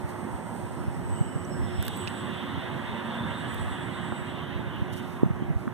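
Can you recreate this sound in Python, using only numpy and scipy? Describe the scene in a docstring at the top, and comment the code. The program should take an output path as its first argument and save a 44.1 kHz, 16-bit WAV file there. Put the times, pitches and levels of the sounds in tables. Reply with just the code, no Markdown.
"""A thin whistle near 8 kHz sinks over far traffic as a small electric model plane glides past overhead.
It is the motor controller's switching tone, lowered by the Doppler effect. Turbulent air rushes over
the wings, and the plane's sound interferes with its ground echo. Gusts buffet the microphone, and
fingers tick, knock and rub on the camera case. A machine hums on a building; a far engine drones."""
import sys
import numpy as np
from scipy import signal
from scipy.fft import rfft, irfft
from scipy.io import wavfile
from scipy.ndimage import uniform_filter1d

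SR = 44100
rng = np.random.default_rng(int(sys.argv[2]) if len(sys.argv) > 2 else 0)


def to_wav(s):
    """Save 16-bit WAV."""
    ch = np.atleast_2d(s).T  # columns
    pcm = np.round(np.clip(ch, -1, 1) * 32767)  # PCM
    wavfile.write(sys.argv[1], SR, pcm.astype(np.int16))


N = 252693
TIME = np.arange(N) / SR


# whistle strength as the plane turns: t/s, relative level/dB
WHISTLE_LEVEL = [(0.0, -67.5), (0.2, -63), (0.5, -58), (.99, -63), (1.14, -56), (1.6, -58), (1.75, -61),
                 (2.02, -50.5), (2.2, -55.5), (2.48, -68), (2.8, -65), (3.25, -61.5), (3.55, -53),
                 (3.95, -58), (4.2, -57), (4.32, -62), (4.5, -77), (5.73, -78)]
# its pitch drops on the pass, then sags: t/s, f/Hz
WHISTLE_GLIDE = [(0, 8215), (.5, 8155), (1, 8075), (1.5, 8003), (2, 7950), (2.4, 7928), (3.4, 7922),
                 (4.2, 7895), (5, 7862), (5.73, 7855)]
# its lag at the left port: t/s, lag/ms
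WHISTLE_LEFT_LAG = [(0, .245), (1.2, .247), (1.5, .229), (2.2, .221), (2.8, .186), (3.55, .201),
                    (3.9, .199), (4.2, .216)]
# sidebands: offset/rotor rate, initial level re tone/dB, slope/(dB/s)
ROTOR_SIDEBANDS = [(-3, -21, 0), (-2, -25, 2.8), (-1, -17, -1.5), (1, -16, -1.5), (2, -12, -.8),
                   (3, -5, -2.6), (4, -18, -.8), (5, -20, -1), (6, -21, -.5)]
# hiss from uneven switching: f/Hz, level/dB
JITTER_SPECTRUM = [(6500, -50), (7450, -15), (7800, -3), (8200, 0), (8700, -1), (9300, -7), (11000, -28)]

def controller_whistle(rotor_phase):
    """Doppler shift lowers the switching tone; modulation by the turning motor adds sidebands."""
    gain = amp(follow(WHISTLE_LEVEL) + 2.2)
    carrier = phase_of(follow(WHISTLE_GLIDE))
    tone = np.sin(carrier) + amp(-10) * narrowband(carrier, 12)  # moving air scatters a share
    sidebands = 0
    for order, db, slope in ROTOR_SIDEBANDS:
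        fading = amp(db + slope * TIME + 2.5 * wander(3))
        sidebands += fading * np.sin(carrier + order * rotor_phase + .7 * wander(8))
    jitter = amp(-11) * unit_rms(colour(rng.standard_normal(N), JITTER_SPECTRUM))
    whistle = np.sqrt(2) * gain * (tone + sidebands + jitter)
    return ports(whistle, left_db=-7, lag_ms=follow(WHISTLE_LEFT_LAG))


# whine on the approach: t/s, level/dB, half width/s
WHINE_SWELLS = [(.85, -70.5, .12), (1.25, -70, .17), (1.54, -57, .021), (1.65, -63, .035),
                (1.77, -62, .055)]

def motor_whine(rotor_phase, start_hz=5380, sag_hz_per_s=32):
    """Random modulation broadens a lower tone, with one sideband a rotor rate above it."""
    phase = phase_of(start_hz - sag_hz_per_s * TIME)
    tone = np.sin(phase) + amp(-6) * narrowband(phase, 25)
    sideband = amp(-10) * narrowband(phase + rotor_phase, 25)
    return ports(np.sqrt(2) * swells(WHINE_SWELLS) * (tone + sideband), left_db=-4, lag_ms=.33)


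# airflow over the body: f/Hz, level/dB
RUSH_SPECTRUM = [(300, -23), (550, -6), (800, -4.5), (1020, -1), (1250, -4.5), (1600, -1), (2000, -2),
                 (2400, -9), (3000, -41)]
# the plane circles near: t/s, level/dB, half width/s
PASS_SWELLS = [(0.041, -49.5, 0.47), (3.34, -41.5, 1.25), (3.8, -59, 0.17)]
PLANE_FOCUS = .62

def body_rush():
    """Turbulent flow over the body radiates broadband noise, louder as the plane nears."""
    return swells(PASS_SWELLS) * air(RUSH_SPECTRUM, patchy_db=1.33, flicker_db=.48, focus=PLANE_FOCUS)


# airflow at the wing edges: f/Hz, level/dB
EDGE_SPECTRUM = [(2000, -18), (2450, -8), (2850, -.5), (3250, -1), (3650, -1), (3880, -10), (4300, -20),
                 (5000, -28), (7000, -40), (12000, -55)]

def edge_hiss(start_s=1.564, attack_s=.26, end_s=5.33, release_s=.25, slope_db_per_s=-1.73):
    """Edge noise opens and rises in pitch as the plane banks into its glide."""
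    attack = np.clip((TIME - start_s) / attack_s, 0, 1)
    release = np.clip((end_s - TIME) / release_s, 0, 1)
    nearness = swells(PASS_SWELLS)
    fade = amp(-46 + slope_db_per_s * (TIME - start_s) + .7 * wander(13))
    glide = attack * release * (nearness / nearness.max()) ** .43 * fade
    hiss = air(EDGE_SPECTRUM, patchy_db=1.5, flicker_db=1, pitch=.96 + .04 * attack, focus=PLANE_FOCUS)
    return np.hypot(glide, amp(-66)) * hiss  # a faint floor remains outside the glide


# breathy whistles: t/s, level/dB, half width/s, f/Hz, bandwidth/Hz
EDGE_WHISTLES = [(1.19, -55, .035, 3000, 240.4), (1.35, -56.5, 0.14, 2990, 281),
                 (1.87, -48.5, 0.071, 3350, 656), (3.23, -47.5, 0.073, 3564, 220),
                 (4.03, -55, 0.081, 2980, 356), (4.46, -50, .06, 3070, 345.5),
                 (4.74, -48.5, 0.036, 3050, 420), (4.96, -51, 0.039, 3030, 400),
                 (5.42, -56, 0.022, 3090, 497), (2.6, -58, 1.0, 1315, 50)]

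def edge_tones():
    """Flow over an edge now and then concentrates its noise in a narrow band."""
    tones = sum(swells([swell]) * narrowband(2 * np.pi * hz * TIME, bandwidth / 2)
                for *swell, hz, bandwidth in EDGE_WHISTLES)
    return ports(np.sqrt(2) * colour(tones, [(4000, 0), (5000, -30)]), left_db=-3, lag_ms=.28)


# echo at the right port, latest with the plane overhead: t/s, delay/ms
GROUND_DELAY = [(0, 7.3), (1.08, 8.56), (1.8, 8.67), (2.13, 8.5), (2.45, 8.26), (4.12, 6.395), (4.36, 6.15),
                (5.73, 5)]

def with_ground_echo(sound, reflection=.45, left_later_ms=.88):
    """Direct and reflected sound interfere as a moving comb filter: noise phases and tones flutter."""
    left, right = sound
    delay_ms = follow(GROUND_DELAY)
    echo = np.array([delayed(left, delay_ms + left_later_ms), delayed(right, delay_ms)])
    return sound + reflection * echo


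# gusts: t/s, relative level/dB, half width/s
GUST_SWELLS = [(.95, -30, 0.17), (1.76, -29.5, 0.13), (3.63, -30, 0.062), (4.82, -36, .08),
               (5.42, -31, 0.19)]
# turbulent pressure: f/Hz, level/dB
RUMBLE_SPECTRUM = [(25, -28), (40, -31), (58, 3.5), (80, 2.5), (125, 0.5), (180, -7), (260, -18),
                   (400, -43), (900, -88)]
# strongest eddies: t/s, relative peak/dB, f/Hz, half width/cycles
STRONG_EDDIES = [(.884, -12, 121, 0.22), (1.13, -18, 96, 1.2), (1.2143, -6, 133, 0.39),
                 (1.363, -13, 151, 0.47), (4.126, -12.5, 174, 0.12), (4.824, -10.5, 127, 0.22),
                 (5.234, 1, 263, 0.25), (5.248, -17, 142, 0.9), (5.264, -10, 165, 0.45),
                 (5.31, -10.5, 138, 0.47), (5.424, -12, 236, 0.33), (5.508, -13, 152, 1),
                 (5.566, -12, 81.5, 0.37), (5.677, -17.5, 236, 1.3)]

def wind(breeze_db=-47, eddies_per_s=3):
    """Low wind rumble and single thumps buffet the microphone, with the left channel inverted."""
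    strength = np.hypot(amp(breeze_db), swells(GUST_SWELLS)) * amp(3.5 * wander(22))
    pressure = strength * unit_rms(colour(rng.standard_normal(N), RUMBLE_SPECTRUM))
    eddies = list(STRONG_EDDIES)
    for slot in np.arange(0, N / SR, 1 / eddies_per_s):  # weaker eddies come at random
        s = slot + rng.random() / eddies_per_s
        eddies.append((s, rng.normal(-22.5, 2), 121 * 2 ** rng.uniform(-.83, .58), .48))
    t = np.arange(-2205, 2205) / SR
    for s, db, hz, cycles in eddies:
        add(pressure, s + t[0], amp(db) * np.cos(2 * np.pi * hz * t) / np.cosh(hz * t / cycles))
    pressure = colour(pressure, [(20, -32), (40, -12), (58, -2.5)])  # the slowest pushes leak away
    return ports(pressure, left_db=-4, lag_ms=.37, left_factor=-1.05)


# finger contacts: t/s, peak/dB, 60 dB decay time/s
FINGER_TICKS = [(.839, -37, .007), (1.8262, -17.5, .007), (1.8505, -26, .007), (1.8545, -26, .007),
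                (1.8658, -22, .006), (1.881, -16.5, .01), (1.9636, -31, .015), (1.9727, -29, .02),
                (2.0128, -34, .006), (3.544, -25, .014), (4.762, -38, .008)]
# their colour: f/Hz, level/dB
TICK_SPECTRUM = [(1000, -16), (3000, -5), (5000, -11), (7000, -13), (9500, -4), (13500, 0), (16000, -2)]

def ticks():
    """Brief finger contacts excite broadband noise that decays exponentially."""
    out, t = np.zeros(N), np.arange(-441, SR // 2) / SR
    for s, db, t60 in FINGER_TICKS:
        decay = (t >= 0) * amp(-60 * abs(t) / t60)
        burst = colour(rng.standard_normal(len(t)) * decay, TICK_SPECTRUM)
        add(out, s + t[0], amp(db) * burst / abs(burst).max())
    return ports(out, left_db=-18, lag_ms=.287)


# dull knocks: t/s, relative level/dB, f/Hz, damping time/s
CASE_KNOCKS = [(1.8262, -28, 1500, .0006), (1.882, -28, 1600, .0007), (2.0742, -31, 1700, .0006),
               (4.1222, -19, 1000, .0004), (5.2333, -26, 720, .0006), (5.6782, -20.5, 1300, .00036)]
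# transmission through the case: f/Hz, gain/dB
CASE_RESPONSE = [(1800, 0), (2400, -4), (3200, -14), (5000, -35), (9000, -55)]

def knocks():
    """Each push on the case starts a heavily damped oscillation."""
    out, t = np.zeros(N), np.arange(882) / SR
    for s, db, hz, damping_s in CASE_KNOCKS:
        envelope = t / damping_s * np.exp(1 - t / damping_s)
        add(out, s, amp(db) * envelope * np.sin(2 * np.pi * hz * t))
    return ports(colour(out, CASE_RESPONSE), left_db=-2.5, lag_ms=.064)


# slips of the grip: t/s, relative level/dB, f/Hz, half width/s, noise re tone/dB
GRIP_SQUEAKS = [(1.4515, -36, 5900, .003, -20), (2.0753, -25.5, 2600, .0015, 1),
                (2.0802, -25, 2850, .001, 1), (2.083, -36, 3100, .0015, -2)]

def squeaks():
    """Friction of the grip briefly excites inharmonic partials and scraping noise."""
    out, t = np.zeros(N), np.arange(-441, 441) / SR
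    for s, db, hz, half_s, noise_db in GRIP_SQUEAKS:
        phase = 2 * np.pi * hz * t
        partials = np.sin(phase) + amp(-6) * np.sin(1.73 * phase) + amp(-10) * np.sin(2.15 * phase)
        scrape = amp(noise_db) * rng.standard_normal(len(t))
        slip = amp(db) * (partials + scrape) * np.exp(-(t / half_s) ** 2)
        add(out, s + t[0], colour(slip, [(4000, 0), (6400, -9.5), (7500, -22)]))
    return ports(out, left_db=-10, lag_ms=.32)


# fingers brushing the case: t/s, relative level/dB, half width/s
BRUSH_SWELLS = [(.1, -57, 0.017), (.58, -62, 0.045), (1.866, -57, .022), (1.95, -62, 0.19),
                (3.58, -63, 0.1), (4.935, -50, 0.0055), (4.976, -53.5, 0.015), (5.09, -62, 0.074),
                (5.61, -64, 0.049)]
# friction grains: f/Hz, level/dB
GRAIN_SPECTRUM = [(1000, -20), (3500, -3), (7000, -5), (10000, 0), (14000, 0), (16000, -8)]

def crackle(grains_per_s=500, spread_db=4.5):
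    """Stick-slip friction of skin on the case gives a random train of tiny impulses."""
    sizes = amp(spread_db * np.minimum(rng.exponential(1, N), 3)) * rng.choice([-1, 1], N)
    slips = rng.random(N) < grains_per_s / SR
    grains = unit_rms(colour(sizes * slips, GRAIN_SPECTRUM))
    return ports(amp(-2) * swells(BRUSH_SWELLS) * grains, left_db=-6, lag_ms=.3)


# breeze and smooth brushing: f/Hz, level/dB
HISS_SPECTRUM = [(2500, -4), (4000, 1), (5000, 0), (6200, -1.5), (7200, -1.5), (8600, 1), (10500, .5),
                 (12500, -3), (14800, -4), (16000, -18)]

def soft_hiss(breeze_db=-62, slope_db_per_s=-1.76):
    """Incoherent noises add in power: the fading breeze and the brushing fingers make one hiss."""
    gain = np.hypot(amp(breeze_db + slope_db_per_s * TIME), amp(-1.5) * swells(BRUSH_SWELLS))
    return gain * air(HISS_SPECTRUM, patchy_db=.6, flicker_db=.7)


def building_hum(hz=359.7, db=-43):
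    """Moving air modulates a machine's steady tone in amplitude and phase."""
    phase = phase_of(hz + .6 * wander(4))
    tone = np.sin(phase) + amp(-7) * narrowband(phase, 16)
    return ports(np.sqrt(2) * tone * amp(db + 1.4 * wander(4)), left_db=-31, lag_ms=.25)


# the drone comes and goes: t/s, level/dB, half width/s, octave re fundamental/dB
ENGINE_SWELLS = [(1.68, -52, 0.26, -3), (2.1, -50, 0.3, -3), (3.14, -49.5, 0.15, 10.5)]

def far_engine(idle_hz=91, top_hz=115.3, start_s=1.3, rise_hz_per_s=13.2):
    """Two harmonics rise with the engine's speed and waver in the moving air."""
    hz = np.clip(idle_hz + rise_hz_per_s * (TIME - start_s), idle_hz, top_hz)
    phase = phase_of(hz * (1 + .0095 * wander(5.7)))
    drone = sum(swells([swell]) * (np.sin(phase) + amp(octave_db) * np.sin(2 * phase))
                for *swell, octave_db in ENGINE_SWELLS)
    return ports(np.sqrt(2) * drone * amp(2 * wander(7.5)), left_db=-1, lag_ms=.05)


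# tyre noise: f/Hz, level/dB
TYRE_SPECTRUM = [(300, -23), (500, 1.5), (760, -1.5), (950, 6.5), (1150, -12.5), (1400, -9.5), (2200, -55)]
# far cars: t/s, level/dB, half width/s, pitch ratio
CAR_PASSES = [(.2, -44.5, 0.7, 0.966), (3.1, -44.5, 0.6, 1.006)]

def tyres():
    """Rolling noise swells and fades as each car passes."""
    return sum(swells([swell]) * air(TYRE_SPECTRUM, patchy_db=1, flicker_db=.5, pitch=pitch)
               for *swell, pitch in CAR_PASSES)


# distant traffic: f/Hz, level/dB
TRAFFIC_SPECTRUM = [(30, -42), (45, -66), (62, -22), (90, -0.5), (180, 3.5), (260, 1.5), (330, -7.5),
                    (450, -10.5), (700, -11), (950, -11.5), (1200, -15.5), (2000, -28.5), (2600, -27.5),
                    (4500, -46)]
# its rise and ebb: t/s, level/dB, half width/s
TRAFFIC_SWELL = [(2.9, -37.5, 4.55)]

def traffic():
    """Many far vehicles sum incoherently to a low, slowly drifting roar."""
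    gain = swells(TRAFFIC_SWELL) * amp(-.19 * wander(2.1))
    return gain * air(TRAFFIC_SPECTRUM, patchy_db=1.57, flicker_db=.5)


# likeness of the two microphone ports: f/Hz, coherence (0-1)
PORT_COHERENCE = [(60, .2), (180, .25), (330, .55), (450, .35), (700, .75), (1220, .96), (1800, .35),
                  (2400, .9), (3050, .45), (3700, .92), (4300, .35), (4900, .85), (5600, .4), (7300, .65),
                  (10000, .3), (14000, .2)]
# left port against right: f/Hz, phase lead/rad
PORT_PHASE = [(100, 0), (400, .1), (700, -.3), (1600, -.1), (1950, -1.4), (2300, -3.1), (2550, -3.4),
              (2900, -5.4), (3200, -6.2), (3750, -6.4), (4650, -9.2), (5200, -9.8), (5700, -12.2),
              (6400, -13), (7100, -15.3), (7500, -15.9), (8300, -18.8), (15000, -33)]
# left port against right: f/Hz, level/dB
PORT_BALANCE = [(100, -3.5), (200, -10.5), (380, -1), (470, -5), (800, -4.5), (1250, -0.5), (2000, -5),
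                (2500, -2), (6000, -1), (9000, 0), (15000, -11)]

def air(spectrum, patchy_db, flicker_db, pitch=1, focus=0):
    """Partially coherent noise at two ports, their mean of rms 1; focus (0-1) raises the coherence."""
    size, hop = 2048, 512
    hz, frames = np.fft.rfftfreq(size, 1 / SR), N // hop + 5
    a, b, c, d, patches = rng.standard_normal((5, frames, len(hz)))
    right, independent = a + 1j * b, c + 1j * d
    patches = uniform_filter1d(patches, size=7, axis=0)
    patches = unit_rms(uniform_filter1d(patches, size=16, axis=1))
    flicker = unit_rms(uniform_filter1d(rng.standard_normal(frames), size=4))[:, None]
    coherence = np.clip(focus + (1 - focus) * read(PORT_COHERENCE, hz), 0, .98)
    left = coherence * right + np.sqrt(1 - coherence ** 2) * independent
    left *= amp(read(PORT_BALANCE, hz)) * np.exp(1j * read(PORT_PHASE, hz))
    stretch = np.full(N, pitch).take(np.arange(frames) * hop, mode="clip")[:, None]
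    gain = amp(read(spectrum, hz / stretch) + patchy_db * patches + flicker_db * flicker)
    spectra = gain * np.array([left, right])
    noise = signal.istft(spectra.swapaxes(1, 2), nperseg=size, noverlap=size - hop)[1][:, :N]
    return noise / np.std(noise.mean(0))


def ports(x, left_db, lag_ms, left_factor=1):
    """Level and time differences: a point source reaches the left port weaker and later."""
    return np.array([left_factor * amp(left_db) * delayed(x, lag_ms), x])


def delayed(x, ms):
    """Propagation delay, fixed or varying."""
    return np.interp(TIME - ms / 1000, TIME, x)


def amp(db):
    """Decibels to gain."""
    return 10 ** (np.asarray(db) / 20)


def unit_rms(x):
    """Scales to rms 1."""
    return x / np.sqrt(np.mean(x ** 2) + 1e-20)


def phase_of(hz):
    """Phase is the time integral of frequency."""
    return 2 * np.pi * np.cumsum(hz) / SR


def read(spectrum, hz):
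    """Interpolates a table in log frequency."""
    f, value = np.transpose(spectrum)
    return np.interp(np.log(hz + 1), np.log(f + 1), value)


def follow(curve):
    """Interpolates a time curve at every sample."""
    return np.interp(TIME, *np.transpose(curve))


def swells(rows):
    """Smooth rises and falls (t/s, level/dB, half width/s), summed in power to one gain."""
    return np.sqrt(sum((amp(db) / np.cosh(np.clip((TIME - s) / half_s, -20, 20))) ** 2
                       for s, db, half_s in rows))


def add(mix, s, sound):
    """Superposes a sound on the mix at time s."""
    part = mix[max(round(s * SR), 0):][:len(sound)]
    part += sound[:len(part)]


def colour(x, spectrum):
    """Filters by a spectrum table."""
    return irfft(rfft(x) * amp(read(spectrum, np.fft.rfftfreq(len(x), 1 / SR))), len(x))


def wander(hz):
    """Random drift of rms 1, with fluctuations up to about hz."""
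    knots = rng.standard_normal(int(N / SR * hz * 2) + 2)
    drift = unit_rms(signal.resample(knots, len(knots) * 20))
    return drift[np.arange(N) * len(drift) // N]


def narrowband(phase, hz):
    """Random quadrature modulation spreads a tone by about hz to either side."""
    return (wander(hz) * np.sin(phase) + wander(hz) * np.cos(phase)) / np.sqrt(2)


def scene():
    """Superposition of all sources; only the plane has a ground echo."""
    rotor_phase = phase_of(98 + 1.5 * wander(1.5))  # the motor turns near 98 Hz
    motor = controller_whistle(rotor_phase) + motor_whine(rotor_phase)
    airflow = body_rush() + edge_hiss() + edge_tones()
    handling = ticks() + knocks() + squeaks() + crackle()
    background = soft_hiss() + building_hum() + far_engine() + tyres() + traffic()
    return with_ground_echo(motor + airflow) + wind() + handling + background


def record(dry, cutoff_hz=15350):
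    """A low-pass filter sets the recorder's band limit."""
    lowpass = signal.firwin(511, cutoff_hz, window=("kaiser", 9), fs=SR)
    return signal.oaconvolve(dry, lowpass[None], "same")


dry = scene()
out = record(dry)
to_wav(out)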